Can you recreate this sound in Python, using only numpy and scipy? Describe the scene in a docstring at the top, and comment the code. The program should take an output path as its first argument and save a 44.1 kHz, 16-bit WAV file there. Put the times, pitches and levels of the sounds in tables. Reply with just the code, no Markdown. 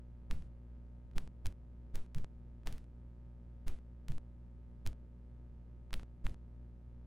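"""Electrical crackle on a microphone line, dry, very close and almost mono.
Mains hum with a thin buzz and a dull rumble run from the start. Two pops open, each a short hiss burst,
a low thump and an end tick, with needle-sharp clicks. From 1.5 s come a double-click pop, a hissy pop,
a rumbling pop and two more plain ones; from 3.7 s the hissy, rumbling and double-click pops return.
Around 6 s a hard crack sounds during each of the two last pops."""
import sys
import numpy as np
from scipy import signal
from scipy.fft import rfft, irfft, next_fast_len
from scipy.io import wavfile
from scipy.ndimage import map_coordinates

SR = 44100
rng = np.random.default_rng(int(sys.argv[2]) if len(sys.argv) > 2 else 0)


def waveform_to_disk(signal):
    """Save audio, clipped to [-1, 1], as 16-bit WAV at the path in sys.argv[1]."""
    frames = np.transpose(np.atleast_2d(signal))
    scaled = np.clip(frames, -1, 1) * 32767
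    samples = np.round(scaled).astype(np.int16)
    wavfile.write(sys.argv[1], SR, samples)


N = 311346
TOP_HZ = 16300


def amp(db):
    return 10 ** (np.asarray(db) / 20)


def filtered(x, response):
    """x times a complex response of frequency."""
    n = x.shape[-1]
    padded = next_fast_len(n + SR // 2)
    return irfft(rfft(x, padded) * response(np.fft.rfftfreq(padded, 1 / SR)), padded)[..., :n]


def contour(hz, points):
    """Gain at hz from (Hz, dB) points on a log axis."""
    knots_hz, db = np.transpose(points)
    return amp(np.interp(np.log(hz + 1), np.log(knots_hz), db))


def coloured(x, points):
    """x shaped by (Hz, dB) points, at rms 1."""
    shaped = filtered(x, lambda hz: contour(hz, points))
    return shaped / np.sqrt(np.mean(shaped ** 2) + 1e-20)


def wobble(rate, size=N):
    """A smooth random curve, rate knots a second."""
    knots = rng.standard_normal(int(size * rate / SR) + 4)
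    return map_coordinates(knots, [np.arange(size) * rate / SR])


def arch(t, length):
    """One half sine from 0 to length."""
    return np.sin(np.pi * np.clip(t / length, 0, 1))


def swell(t, rise_s, fall_db_per_s):
    """Envelope of a burst: it swells, then fades."""
    return np.clip(t / rise_s, 0, 1) ** 2 * amp(-fall_db_per_s * np.maximum(t - rise_s, 0))


def add(track, s, sound):
    """Mix a mono or stereo sound into the stereo track at time s."""
    part = track[:, round(s * SR):][:, :sound.shape[-1]]
    part += sound[..., :part.shape[-1]]


# hum on the microphone line: (multiple of the mains frequency, rms level [dB])
HUM_HARMONICS = [(1, -53), (2, -62), (3, -69), (4, -67.5), (6, -78), (7, -86), (8, -86.5), (9, -82),
                 (10, -83), (12, -92.5), (13, -91.5), (15, -87), (16, -95), (17, -93), (21, -90.5),
                 (27, -96.5)]
# spikes in each mains cycle: (position [cycles], relative level [dB])
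BUZZ_SPIKES = [(.0425, 1), (.5163, -3), (.8444, -12)]
# spectrum of a 0 dB spike: (frequency [Hz], level [dB])
BUZZ_SPECTRUM = [(300, -93), (700, -101), (1100, -100), (1700, -104), (2400, -108), (3200, -113),
                 (5000, -124), (9000, -140), (16000, -155)]
def hum(mains_hz=60.025, waver_db=.65, size=2048):
    """One mains cycle repeats: its sharp spikes make a thin buzz above the strong low harmonics."""
    k = np.arange(size // 2 + 1)
    hz = k * mains_hz
    comb = -sum(amp(db) * np.exp(-2j * np.pi * k * position) for position, db in BUZZ_SPIKES)
    harmonics = comb * contour(hz, BUZZ_SPECTRUM) * (hz < TOP_HZ)
    for multiple, db in HUM_HARMONICS:
        harmonics[round(multiple)] *= amp(db) / abs(harmonics[round(multiple)])
    cycle = irfft(harmonics) * size / np.sqrt(2)
    steady = np.interp(np.arange(N) / SR * mains_hz, np.arange(size) / size, cycle, period=1)
    return amp(waver_db * wobble(12)) * steady


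# noise floor, centre: (frequency [Hz], relative level [dB])
FLOOR_SPECTRUM = [(15, 4), (35, 1), (80, 2.5), (160, -1.5), (300, -9.5), (600, -20.5), (1200, -33.5),
                  (2500, -42), (5000, -47.5), (9000, -52), (15000, -59.5)]
# noise floor, opposite in left and right: (frequency [Hz], relative level [dB])
SIDE_SPECTRUM = [(20, -2), (42, -9), (85, -13.5), (180, -26.5), (700, -40.5), (2800, -51.5), (11000, -61),
                 (15000, -58.5)]
def background(mid_db=-62, side_db=-68):
    """Dull steady rumble with a trace of hiss; a fainter part differs between the channels."""
    mid = amp(mid_db) * coloured(rng.standard_normal(N), FLOOR_SPECTRUM)
    side = amp(side_db) * coloured(rng.standard_normal(N), SIDE_SPECTRUM)
    return np.array([mid + side, mid - side])


# hiss of a pop, near the centre: (frequency [Hz], relative level [dB])
HISS_SPECTRUM = [(60, 6), (200, 0.5), (350, 1.5), (700, -9), (1500, -13), (3000, -16.5), (6000, -23.5),
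                 (11000, -26.5), (16000, -29.5)]
def hiss(t, db, fall_db_per_s, grain_db=1.5, lowpass_hz=11500, bright_s=.045, side_db=-21):
    """A short grainy hiss burst, low-passed at 11.5 kHz after 45 ms."""
    noise = rng.standard_normal((2, len(t))) * amp(grain_db * wobble(1500, len(t)))
    mid, side = coloured(noise, HISS_SPECTRUM)
    grains = np.array([mid + amp(side_db) * side, mid - amp(side_db) * side])
    dull = filtered(grains, lambda hz: 1 / (1 + (hz / lowpass_hz) ** 20))
    unfiltered_share = amp(-400 * np.maximum(t - bright_s, 0))  # falls 400 dB a second
    return amp(db) * swell(t, .014, fall_db_per_s) * (dull + (grains - dull) * unfiltered_share)


def thump(t, pulse_db, pulse_s, rebound_db, ring_hz, ring_db):
    """The signal swings one way, swings back more slowly and rings low for a few cycles."""
    pulse = amp(pulse_db) * arch(t, pulse_s) ** .64  # the power broadens the top of the arch
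    rebound = amp(rebound_db) * arch(t - pulse_s, 2.1 * pulse_s)
    age = t * ring_hz / 1.92  # the ring peaks after 1.92 cycles
    ring = amp(ring_db) * (age * np.exp(1 - age)) ** 4 * np.sin(2 * np.pi * ring_hz * t)
    return pulse - rebound + ring


# low rumble of a pop, centre: (frequency [Hz], relative level [dB])
RUMBLE_SPECTRUM = [(20, 8), (45, 7.5), (100, -2), (170, -4), (300, -17.5), (600, -28), (1500, -49),
                   (11000, -54), (13500, -75)]
def rumble(t, db):
    """A burst of low noise that roughens the thump."""
    noise = coloured(rng.standard_normal(len(t)), RUMBLE_SPECTRUM)
    return amp(db) * noise * swell(t, rise_s=.014, fall_db_per_s=100)


def tick(t, db, decay_s=.0066, lowpass_hz=10000):
    """A small decaying step in the signal: a dull tick."""
    step = amp(db) * np.exp(-t / decay_s)
    return signal.lfilter(*signal.butter(4, lowpass_hz, fs=SR), step)


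def pop(start, end, rumble_db, hiss_db, fade_db_per_s, tick_db, lead_s=.007, **thump_shape):
    """One electrical pop: hiss just ahead of the thump; hiss and rumble stop at the end tick."""
    out, t = np.zeros((2, N)), np.arange(SR // 4) / SR
    length_s = end - start
    add(out, start - lead_s, hiss(t, hiss_db, fade_db_per_s) * (t < length_s + lead_s))
    add(out, start, thump(t, **thump_shape) + rumble(t, rumble_db) * (t < length_s))
    add(out, end, tick(t, tick_db))
    return out


# plain pops on the microphone line:
# (start [s], end [s], pulse [dB], pulse length [s], rebound [dB], hiss [dB], end tick [dB])
PLAIN_POPS = [ (0.303, 0.475, -27, .031, -35, -54, -80), (1.156, 1.276, -27.5, .039, -41, -54.5, -43),
              (2.659, 2.843, -31.5, .026, -46, -51, -55), (2.720, 2.782, -35, .043, -56, -60.5, -62),
              (5.926, 6.0324, -30, .02, -32, -53.5, -47), (6.243, 6.3442, -27.5, .028, -43, -55, -45)]
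def plain_pops():
    """Electrical pops, each different: the stronger the pulse, the more it rumbles and rings."""
    return sum(pop(start, end, rumble_db=db - 12.5, hiss_db=hiss_db, fade_db_per_s=150,
                   tick_db=tick_db, pulse_db=db, pulse_s=pulse_s, rebound_db=rebound_db,
                   ring_hz=150, ring_db=db - 18)
               for start, end, db, pulse_s, rebound_db, hiss_db, tick_db in PLAIN_POPS)


def click(s, db, bright_hz, low_hz, width_s=0, size=512):
    """One electrical spike at s, rolled off at both ends; its width notches the spectrum."""
    hz = np.fft.rfftfreq(size, 1 / SR)
    highpass = (1j * hz / (low_hz + 1j * hz)) ** 2
    spectrum = amp(db) * highpass * np.sinc(hz * width_s) / (1 + (hz / bright_hz) ** 2)
    out = np.zeros((2, N))
    add(out, s - size / 2 / SR, np.fft.fftshift(irfft(spectrum)))
    return out


# microphone crackle, dry and centred: (time [s], drive [dB], brightness [Hz], low edge [Hz])
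CRACKLE_CLICKS = [ (0.3116, -9, 2800, 750), (0.4229, -33, 3000, 200), (1.1135, -37, 2400, 200),
                  (1.1354, -39, 2000, 200), (1.1819, -8.5, 3700, 480), (2.6343, -33, 1600, 200),
                  (2.6724, -13, 4900, 100), (2.6735, -17.5, 2200, 100), (2.679, -24.5, 5500, 200),
                  (2.7263, -27, 9700, 200), (2.7817, -32.5, 7000, 200), (5.9078, -23, 1500, 200),
                  (5.931, -11.2, 3640, 250), (5.9965, -17, 1750, 500), (6.2959, -32.5, 5000, 200)]
def crackle(tail_gain_db=-29.5, tail_hz=360, t60_s=.009):
    """Scattered electrical clicks, each with a dull, very short tail."""
    out, t = np.zeros((2, N)), np.arange(SR // 20) / SR
    tail = amp(tail_gain_db - 60 * t / t60_s) * np.sin(2 * np.pi * tail_hz * t)
    for s, db, bright_hz, low_hz in CRACKLE_CLICKS:
        out += click(s, db, bright_hz, low_hz)
        add(out, s, amp(db) * tail)
    return out


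# double-click pops on the line: (time [s])
DOUBLE_POP_TIMES = [1.4587, 4.8644]
# first click, its stutter, second click, its stutter: (drive [dB], brightness [Hz], low edge [Hz])
DOUBLE_POP_CLICKS = [(-16.3, 5500, 120), (-23.5, 5000, 120), (-15.5, 7000, 2800), (-24.5, 4500, 120)]
def double_pop(s, second_s=.0094, stutter_s=.0012):
    """A pop with a short ringing thump and a double click."""
    body = pop(start=s - .011, end=s + .0664, rumble_db=-45.5, hiss_db=-55.5, fade_db_per_s=205,
               tick_db=-47.5, pulse_db=-28.5, pulse_s=.038, rebound_db=-58, ring_hz=88, ring_db=-36)
    delays = [0, stutter_s, second_s, second_s + stutter_s]
    return body + sum(click(s + delay, *row) for delay, row in zip(delays, DOUBLE_POP_CLICKS))


# hissy pops on the line: (time [s])
HISSY_POP_TIMES = [1.9566, 3.6816]
def hissy_pop(s):
    """A pop with a smooth thump, a strong hiss burst and one bright click."""
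    body = pop(start=s - .015, end=s + .1069, rumble_db=-56, hiss_db=-52, fade_db_per_s=170,
               tick_db=-54, pulse_db=-28.5, pulse_s=.03, rebound_db=-32.5, ring_hz=85, ring_db=-46)
    return body + click(s, db=-21.5, bright_hz=10000, low_hz=500)


# rumbling pops on the line: (time [s])
RUMBLING_POP_TIMES = [2.1476, 4.0841]
# first click, second click, its stutter: (drive [dB], brightness [Hz], low edge [Hz])
RUMBLING_POP_CLICKS = [(-22, 5700, 640), (-33, 7000, 200), (-27, 4300, 200)]
def rumbling_pop(s, second_s=.0353, stutter_s=.0012):
    """A click opens a rough thump; a stuttering click follows, then a firm end tick."""
    body = pop(start=s + .005, end=s + .0975, rumble_db=-43, hiss_db=-58, fade_db_per_s=130,
               tick_db=-38.7, pulse_db=-29.5, pulse_s=.035, rebound_db=-33, ring_hz=138, ring_db=-35.5)
    delays = [0, second_s, second_s + stutter_s]
    return body + sum(click(s + delay, *row) for delay, row in zip(delays, RUMBLING_POP_CLICKS))


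# hard cracks on the line: (time [s], drive [dB], brightness [Hz], low edge [Hz], spike width [s])
HARD_CRACKS = [(5.9402, -4, 14000, 1950, .000143), (6.267, -7.5, 7000, 600, .000189)]
def cracks():
    """Strong electrical spikes whose width makes them sound hollow."""
    return sum(click(*row) for row in HARD_CRACKS)


def scene():
    """The microphone line: pops and clicks sit dry in the middle, over hum and noise floor."""
    pops = plain_pops() + crackle()
    pops += sum(map(double_pop, DOUBLE_POP_TIMES))
    pops += sum(map(hissy_pop, HISSY_POP_TIMES))
    pops += sum(map(rumbling_pop, RUMBLING_POP_TIMES))
    return pops + cracks() + hum() + background()


def record(dry):
    """The recorder's band ends in a 600 Hz wide slope centred on TOP_HZ."""
    return filtered(dry, lambda hz: np.clip((TOP_HZ - hz) / 600 + .5, 0, 1))


dry = scene()
out = record(dry)
waveform_to_disk(out)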